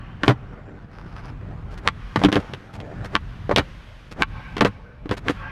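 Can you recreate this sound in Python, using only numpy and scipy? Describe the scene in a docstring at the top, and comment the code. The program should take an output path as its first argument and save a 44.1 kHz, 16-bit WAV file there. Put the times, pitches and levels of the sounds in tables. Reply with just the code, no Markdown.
"""A skateboarder tries flip tricks on an open asphalt court: the tail pops, then deck, trucks and shoes clatter down.
Blows are short noise bursts plus decaying deck modes; between tries, noise grit makes wheels roll and shoes scuff.
One reflection from a hard surface close by doubles every blow; a far tree line returns a faint decaying noise wash.
Coloured noise gives a low outdoor rumble whose level dips after heavy landings, then recovers."""
import sys
import numpy as np
from scipy import signal
from scipy.fft import rfft, irfft
from scipy.io import wavfile
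from scipy.ndimage import uniform_filter1d

SR = 44100
rng = np.random.default_rng(int(sys.argv[2]) if len(sys.argv) > 2 else 0)


def master(y):
    """Save y as 16-bit WAV."""
    cut = np.clip(np.atleast_2d(y).T, -1, 1)
    pcm = np.round(cut * 32767)  # scale
    wavfile.write(sys.argv[1], SR, pcm.astype(np.int16))


N = 242991  # samples


def amp(db):
    """Decibels to gain."""
    return 10 ** (np.asarray(db) / 20)


def unit(x):
    """Scales to rms 1."""
    return x / np.sqrt(np.mean(x ** 2) + 1e-20)


def burst(x, span_s=0.025):
    """Scales a short sound to the energy of rms 1 held for span_s."""
    return x / np.sqrt(np.sum(x ** 2) / (span_s * SR) + 1e-20)


def add(mix, start_s, sound):
    """Mixes a sound in at start_s, cut at the end of the mix."""
    part = mix[round(start_s * SR):][:len(sound)]
    part += sound[:len(part)]


def colour(x, points, tilt_db_per_oct=0, cutoff_hz=None):
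    """Minimum-phase filter from (Hz, dB) points; tilt acts from 250 to 3000 Hz about 800 Hz."""
    hz = np.maximum(abs(np.fft.fftfreq(4096, 1 / SR)), 10)
    point_hz, point_db = np.transpose(points)
    gain_db = np.interp(np.log(hz), np.log(point_hz), point_db)
    gain_db += tilt_db_per_oct * np.log2(np.clip(hz, 250, 3000) / 800)
    gain = amp(gain_db)
    if cutoff_hz is not None:
        gain = gain / np.sqrt(1 + (hz / cutoff_hz) ** 4)
    spectrum = np.exp(np.conj(signal.hilbert(np.log(gain))))
    taps = np.fft.ifft(spectrum).real
    return signal.fftconvolve(x, taps)[:len(x)]


def patchy(x, depth_db):
    """Lets patches of a few hundred Hz by some tens of ms swell and sink; depth_db is the rms swing."""
    z = signal.stft(x, nperseg=1024, noverlap=768)[2]
    patches = uniform_filter1d(rng.standard_normal(z.shape), size=9, axis=0)
    patches = uniform_filter1d(patches, size=11, axis=1)
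    uneven = z * amp(depth_db * unit(patches))
    return signal.istft(uneven, nperseg=1024, noverlap=768)[1][:len(x)]


def rattle(t, fade_s, attack_s=0.00011):
    """Tiny contacts as dying noise, flattened in spectrum twice and each time refaded by the square root of the
    fade, so it falls about 30 dB per fade_s."""
    fade = amp(-60 * t / fade_s) * (1 - np.exp(-(t / attack_s) ** 2))
    x = rng.standard_normal(len(t)) * fade
    for _ in range(2):
        flat = irfft(np.exp(1j * np.angle(rfft(x))), len(t))
        x = flat * np.sqrt(fade)  # half the fade in dB
    return burst(x)


def grains(size, per_s, spread_db):
    """Sparse clicks of very uneven size, as from grit."""
    sizes = amp(spread_db * np.minimum(rng.exponential(1, size), 4))
    hits = rng.random(size) < per_s / SR
    return unit(rng.standard_normal(size) * sizes * hits)


def strokes(rows, points):
    """Short rubs over grit, each swelling and fading."""
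    out = np.zeros(N)
    for start_s, length_s, level_db in rows:
        shape = signal.windows.tukey(int(length_s * SR), .7)
        grit = grains(size=len(shape), per_s=5000, spread_db=4.5)
        add(out, start_s, amp(level_db) * shape * unit(colour(grit, points)))
    return out


def motion_gain(rows, edge_s=0.044):
    """Gain for stretches of motion: each fades in, changes at a steady rate in dB, and fades out."""
    t = np.arange(N) / SR
    gain = np.zeros(N)
    for start, end, first_db, last_db in rows:
        times = [start - edge_s, start, end, end + edge_s]
        gain += amp(np.interp(t, times, [-100, first_db, last_db, -100]))
    return gain


# outdoor background spectrum: (frequency [Hz], level [dB])
AIR_SPECTRUM = [(20, -13.5), (31, -10), (39, 2.5), (45, 6), (54, -5.5), (100, -1), (170, -9.5), (260, -18),
                (500, -31.5), (1200, -28.5), (2500, -39), (5000, -55), (9000, -67.5), (15000, -76.5)]
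# dips in the rumble's level: (centre [s], half-width [s], depth [dB])
LEVEL_DIPS = [(0.74, 0.27, -7), (2.6, 0.27, -9.5), (3.97, 0.23, -9), (4.9, .17, -7)]


def air(level_db=-35.5):
    """Low outdoor rumble with a faint distant hush: coloured noise, steady but for the dips."""
    t = np.arange(N) / SR
    dip_db = sum(db * np.exp(-((t - centre) / width) ** 2) for centre, width, db in LEVEL_DIPS)
    noise = colour(rng.standard_normal(N + SR), AIR_SPECTRUM)[SR:]  # filter settled
    return amp(level_db + dip_db) * unit(noise)


def tree_line(x, t60_s=2.0, arrival_s=0.11):
    """Far trees and buildings return a late, thin, uneven wash: convolution with decaying noise."""
    t = np.arange(2 * SR) / SR
    late = 1 / (1 + (arrival_s / (t + 1e-3)) ** 4)
    tail = rng.standard_normal(len(t)) * amp(-60 * t / t60_s) * late
    tail = colour(tail / np.linalg.norm(tail), [
        (150, -24.5), (500, 5.5), (1200, 0.0), (2100, -4), (2700, -5.0),
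        (4000, -12.0), (5500, -1.5), (8000, -28.0), (15000, -52)])
    return patchy(signal.fftconvolve(x, tail)[:N], depth_db=3)


def nearby(x, delay_s=.0103, echo_db=-9, scatter_db=-20):
    """One clear reflection from a hard surface close by, with a little scatter after it, all coloured."""
    t = np.arange(SR // 5) / SR
    taps = amp(scatter_db) * burst(rattle(t, fade_s=.1), span_s=1 / SR)
    taps[0] += amp(echo_db)
    echo = signal.fftconvolve(x, taps)[:N]
    out = x.copy()
    add(out, delay_s, colour(echo, [(100, -8), (400, 1.5), (2000, 1.5), (5000, -4.5), (12000, 2.0)]))
    return out


# sole shuffling on the grip tape: (start [s], end [s], relative level at start [dB], at end [dB])
SHUFFLES = [(0.92, 1.14, -60, -59.5), (1.162, 1.2, -52.5, -51), (1.238, 1.303, -53, -55.5)]
# shuffle spectrum: (frequency [Hz], level [dB])
SHUFFLE_SPECTRUM = [(300, -5), (800, 15.5), (1500, 13), (2100, 5), (2800, 1), (4000, -6.5), (5100, -2),
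                    (7500, -25), (10500, -22), (15000, -42)]
# short shoe scuffs: (time [s], length [s], level [dB])
SHOE_SCUFFS = [(1.697, 0.062, -49.5), (1.772, 0.024, -42), (2.725, 0.049, -42), (3.039, 0.033, -38),
               (4.109, 0.024, -36), (5.166, 0.023, -33)]
# scuff spectrum: (frequency [Hz], level [dB])
SCUFF_SPECTRUM = [(200, 14.5), (900, 7.5), (1800, 7), (2900, 3), (5000, -2.5), (8000, -12.5), (12000, -19),
                  (15000, -35)]
# skater's weight coming down through the shoes: (time [s], length [s], level [dB])
FOOTFALL_THUDS = [(2.16, 0.066, -23), (2.235, 0.073, -21), (2.345, 0.061, -22), (3.495, 0.068, -25.5),
                  (3.575, 0.047, -23), (4.603, 0.12, -27), (5.09, 0.053, -27.5)]
# thud spectrum: (frequency [Hz], level [dB])
THUD_SPECTRUM = [(25, -33.5), (60, 2), (90, 9), (125, 5.5), (200, 0.5), (400, -32), (1500, -44.5),
                 (8000, -82.5)]


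def shoes():
    """Soles thud on the ground, and catch and slip on the grip tape in shuffles and quick scuffs."""
    grit = grains(size=N, per_s=4000, spread_db=2.5) + grains(size=N, per_s=170, spread_db=2)
    shuffle = amp(9.5) * motion_gain(SHUFFLES) * unit(colour(grit, SHUFFLE_SPECTRUM))
    scuffs = strokes(SHOE_SCUFFS, SCUFF_SPECTRUM)
    thuds = strokes(FOOTFALL_THUDS, THUD_SPECTRUM)
    return shuffle + scuffs + thuds


# rolling wheels: (start [s], end [s], relative level at start [dB], at end [dB])
WHEEL_ROLLS = [(0.36, 0.85, -45.5, -41), (0.88, 1.8, -48.5, -41), (2.41, 2.72, -36.5, -44.5),
               (2.74, 3.07, -40, -34.5)]
# rolling spectrum: (frequency [Hz], level [dB])
ROLL_SPECTRUM = [(50, -18.5), (100, 8.5), (170, 6.5), (300, 2.5), (550, -2), (800, -5), (1100, -10.5),
                 (1500, -6.5), (2200, -18.5), (3500, -31), (7000, -39), (14000, -65)]
# wheels spinning free, board off them: (start [s], end [s], relative level at start [dB], at end [dB])
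WHEEL_SPINS = [(1.92, 2.16, -66, -59), (2.38, 2.8, -56.5, -69.5), (2.85, 3.55, -67.5, -61),
               (3.62, 4.11, -59, -63), (4.28, 4.56, -64, -61.5), (4.69, 5.04, -66, -86.5),
               (5.32, 5.51, -54.5, -74)]
# bearing hiss spectrum: (frequency [Hz], level [dB])
SPIN_SPECTRUM = [(400, -3), (1500, 9.5), (3200, 4), (4800, -5), (5600, -7.5), (6200, -9), (7300, -16.5),
                 (9200, -17.5), (10500, -21), (12000, -18.5), (14000, -48)]


def wheels():
    """Hard wheels run over the grit of the asphalt, or hiss in their bearings when free."""
    grit = patchy(grains(size=N, per_s=3500, spread_db=3.5), depth_db=4.0)
    rolling = amp(-0.5) * unit(colour(grit, ROLL_SPECTRUM)) * motion_gain(WHEEL_ROLLS)
    balls = patchy(rng.standard_normal(N), depth_db=0.9)
    spinning = amp(7.5) * unit(colour(balls, SPIN_SPECTRUM)) * motion_gain(WHEEL_SPINS)
    return rolling + spinning


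# maple deck modes, before scatter and length scaling: (frequency [Hz], level [dB], t60 [s])
DECK_MODES = [(209, -3.5, 0.076), (299, -3, 0.043), (395, -5.5, 0.044), (520, -5, 0.037),
              (594, -5.5, 0.034), (709, -5.5, 0.045), (882, -10, 0.067), (1089, -5, 0.034),
              (1141, -6, 0.053), (1377, -11, 0.044), (1576, -4.5, 0.036), (1740, -8.5, 0.035),
              (2174, 1, 0.018), (2350, -11.5, 0.052), (2720, -18.5, 0.033), (3146, 3.5, 0.014)]


def deck(t, length_factor, scatter_db):
    """Decaying deck modes, weighted a little differently at each point of impact."""
    hz, level_db, t60_s = np.transpose(DECK_MODES)[:, :, None]
    weight_db = level_db + scatter_db * rng.standard_normal(hz.shape)
    sign = rng.choice([-1, 1], hz.shape)
    decay_db = -60 * t / (t60_s * length_factor)
    return np.sum(sign * amp(weight_db + decay_db) * np.sin(2 * np.pi * hz * t), axis=0)


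# metal truck clack spectrum: (frequency [Hz], level [dB])
CLACK_SPECTRUM = [(400, -2.5), (1500, -8.5), (2400, 3), (3200, 8), (4200, -0.5), (5500, -7), (7500, -21),
                  (11000, -23), (13500, -33.5), (16000, -46.5)]
# ringing deck spectrum: (frequency [Hz], level [dB])
RING_SPECTRUM = [(200, -7), (600, -12), (1000, 1.5), (1900, 0.5), (2600, -11), (4000, -13.5), (6000, -23.5),
                 (14000, -46.5)]
# dull wood spectrum: (frequency [Hz], level [dB])
WOOD_SPECTRUM = [(80, -13), (200, 1), (450, 6.5), (750, 2.5), (1100, 0), (2000, -16), (3000, -45),
                 (5000, -68), (8000, -59.5), (15000, -82.5)]
# bending notes of the deck: (frequency [Hz], level [dB])
BEND_NOTES = [(195, -5.5), (295, 0.5)]


def knock(strength_db, hard_db, flex_db, length_factor):
    """A landing blow: trucks clack, deck rings and clatters, the weight on it bends it in a low thump."""
    t = np.arange(SR // 6) / SR
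    modes = burst(deck(t, length_factor=1.11 * length_factor, scatter_db=4.5))

    contact = rattle(t, fade_s=0.0056, attack_s=0.00099)
    loose_parts = rattle(t, fade_s=0.084, attack_s=0.00088)
    loose_parts = colour(loose_parts, [(2000, 2), (4500, -7.5), (8000, -3.0), (15000, -9)])
    clack = burst(colour(contact + amp(1.5) * loose_parts, CLACK_SPECTRUM), span_s=0.00024)

    ring = rattle(t, fade_s=0.1 * length_factor, attack_s=0.00081) + amp(-7.0) * modes
    ring = burst(colour(ring, RING_SPECTRUM), span_s=0.0022)

    wood = rattle(t, fade_s=0.1 * length_factor, attack_s=0.00095) + amp(-9.5) * modes
    # more bend, deeper wood
    wood = burst(colour(wood, WOOD_SPECTRUM, tilt_db_per_oct=-0.22 * flex_db), span_s=0.0043)

    bend = sum(amp(db) * np.sin(2 * np.pi * hz * t) for hz, db in BEND_NOTES)
    bend_shape = np.exp(-t / (0.0075 * length_factor)) * (1 - np.exp(-t / 0.0026))
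    thump = burst(bend * bend_shape, span_s=0.002)

    # harder blow: more ring, less wood
    body = amp(-1 + 0.12 * hard_db) * ring + amp(0.5 - 0.053 * hard_db) * wood
    return amp(strength_db) * (amp(hard_db) * clack + body + amp(flex_db) * thump)


def stomp(note_hz=125.7, decay_s=0.012):
    """The board takes the skater's whole weight: a low note that swells and dies."""
    t = np.arange(SR // 4) / SR
    return burst(np.sin(2 * np.pi * note_hz * t) * t * np.exp(-t / decay_s), span_s=.0015)


# deck edge grinding on the asphalt: (time [s], length [s], level [dB])
EDGE_SCRAPES = [(0.238, 0.07, -30.5), (2.172, 0.046, -33), (2.214, 0.047, -30.5), (2.280, 0.032, -37),
                (2.333, 0.034, -29), (2.385, 0.033, -37), (4.655, .03, -30.5), (5.118, 0.032, -32),
                (5.290, 0.028, -24.5)]
# grinding spectrum: (frequency [Hz], level [dB])
SCRAPE_SPECTRUM = [(150, 5), (400, 9), (900, 4), (1600, 2), (2300, -3), (3500, -10), (6000, -18.5),
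                   (11000, -30.5), (15000, -43.5)]
# blows of the board coming down: (time [s], strength [dB], hardness [dB], flex [dB])
# hardness > 0: metal trucks, < 0: wood and shoe; flex: bend of the deck
BOARD_KNOCKS = [(0.2348, -24, 9.5, 4), (0.2793, -9.5, 5, -3.5), (0.2952, -13, -8, -1),
                (0.306, -17.5, -8, -1), (2.159, -11.5, -3.5, -8.5), (2.215, -21.5, -15, 1.5),
                (2.2368, -10.5, 3.5, -1), (2.2476, -15, 11, 11.5), (2.2852, -18, -15, 4),
                (2.318, -26, 8, -2), (2.3264, -17, 9.5, 1), (2.356, -18, 8, -0.5), (2.364, -14, -8.5, 4),
                (2.5355, -28, 9, -2), (2.8018, -38, 12, -4), (3.493, -20, -44, 1), (3.511, -13, -28, -9),
                (3.561, -15.5, 16.5, -9), (3.5748, -13.5, 4, -7.5), (3.5822, -15.5, 12, -15.5),
                (3.5931, -18.5, -11, -10), (4.567, -23.5, 5, -7), (4.5803, -26.5, 8.5, -3.5),
                (4.6082, -8.5, 4, 0), (4.6166, -12, -10, 4.5), (4.648, -15, 6, 3), (4.6526, -13, -4.5, -1),
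                (5.0573, -34.5, -11, 14), (5.092, -31.5, 8.5, -2), (5.111, -15.5, -2, -1),
                (5.2973, -20.5, -1.5, 7)]


def board(rebound_s=.021, first_length=0.53, rebound_length=1, stomp_s=.281):
    """The board clatters and grinds down; blows within rebound_s of the last ring longer."""
    out = strokes(EDGE_SCRAPES, SCRAPE_SPECTRUM)
    last_s = 0
    for hit_s, strength_db, hard_db, flex_db in BOARD_KNOCKS:
        length_factor = rebound_length if hit_s - last_s < rebound_s else first_length
        add(out, hit_s, knock(strength_db, hard_db, flex_db, length_factor))
        last_s = hit_s
    add(out, stomp_s, stomp())
    return out


def wheel_swell(swell_db, rise_s=0.021):
    """The back wheels dig in harder and harder until the tail lands: exponentially rising noise."""
    t = np.arange(-SR // 10, 0) / SR
    noise = colour(rng.standard_normal(len(t)), SCRAPE_SPECTRUM, tilt_db_per_oct=-3.0)
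    return amp(swell_db) * unit(noise) * np.exp(t / rise_s)


# tail crack spectrum: (frequency [Hz], level [dB])
CRACK_SPECTRUM = [(150, -25), (500, -9), (1000, -3), (2000, 3.5), (3200, 1.5), (4500, -3), (7000, -13),
                  (11000, -19), (15000, -64)]


def pop(crack_db, ring_db, bright_db_per_oct, contact_hz):
    """The tail hits the asphalt: a hard crack builds within milliseconds, and the free deck rings."""
    t = np.arange(SR // 5) / SR
    contact = rattle(t, fade_s=.0025, attack_s=.0018)
    contact += amp(-9) * rattle(t, fade_s=.04, attack_s=.0006)
    crack = burst(colour(contact, CRACK_SPECTRUM, cutoff_hz=contact_hz), span_s=0.0004)
    modes = deck(t, length_factor=1, scatter_db=1) * (1 - np.exp(-t / .0003))
    ring = burst(colour(modes, RING_SPECTRUM, tilt_db_per_oct=bright_db_per_oct), span_s=.0045)
    return amp(crack_db) * crack + amp(ring_db) * ring


# tail strikes: (time [s], crack [dB], deck ring [dB], ring brightness [dB/octave],
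# loaded-wheel swell just before [dB], contact cut-off [Hz], strike sent to the trees [dB])
TAIL_POPS = [(0.2337, -14, -16, 2.5, -39, 3000, -29), (1.8751, -2.5, -14, 1, -26.5, 4640, -21),
             (3.1526, -4, -13, 0.5, -26.5, 4020, -26), (4.2217, -1, -14, 5, -20, 2540, -16),
             (5.2835, -11.5, -17.5, 1.5, -25.5, 4750, -5.5)]


def pops():
    """Tail strikes as heard directly, and as the tilted deck throws them towards the trees."""
    direct, thrown = np.zeros((2, N))
    for hit_s, crack_db, ring_db, bright_db_per_oct, swell_db, contact_hz, echo_db in TAIL_POPS:
        swell = wheel_swell(swell_db)
        strike = pop(crack_db, ring_db, bright_db_per_oct, contact_hz)
        add(direct, hit_s - len(swell) / SR, np.r_[swell, strike])
        add(thrown, hit_s, amp(echo_db) * strike)
    return direct, thrown


def scene():
    """Board, wheels and shoes on the open court; at first the pop of a trick already in the air still echoes."""
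    tails, thrown = pops()
    landings = board()
    close = nearby(tails + landings + wheels() + shoes())
    out = close + tree_line(thrown + amp(-31.5) * landings) + air()
    earlier_pop = pop(crack_db=-19.5, ring_db=-34.0, bright_db_per_oct=4.5, contact_hz=2500)
    add(out, 0, tree_line(earlier_pop)[int(.2 * SR):])
    return out[None]


def record(dry, edge_hz=16300):
    """Rounds the loudest peaks off just under full scale, then limits the band."""
    rounded = dry / (1 + (dry / .97) ** 6) ** (1 / 6)
    lowpass = signal.firwin(255, edge_hz, window=("kaiser", 9), fs=SR)
    return signal.oaconvolve(rounded, lowpass[None], "same")


dry = scene()
out = record(dry)
master(out)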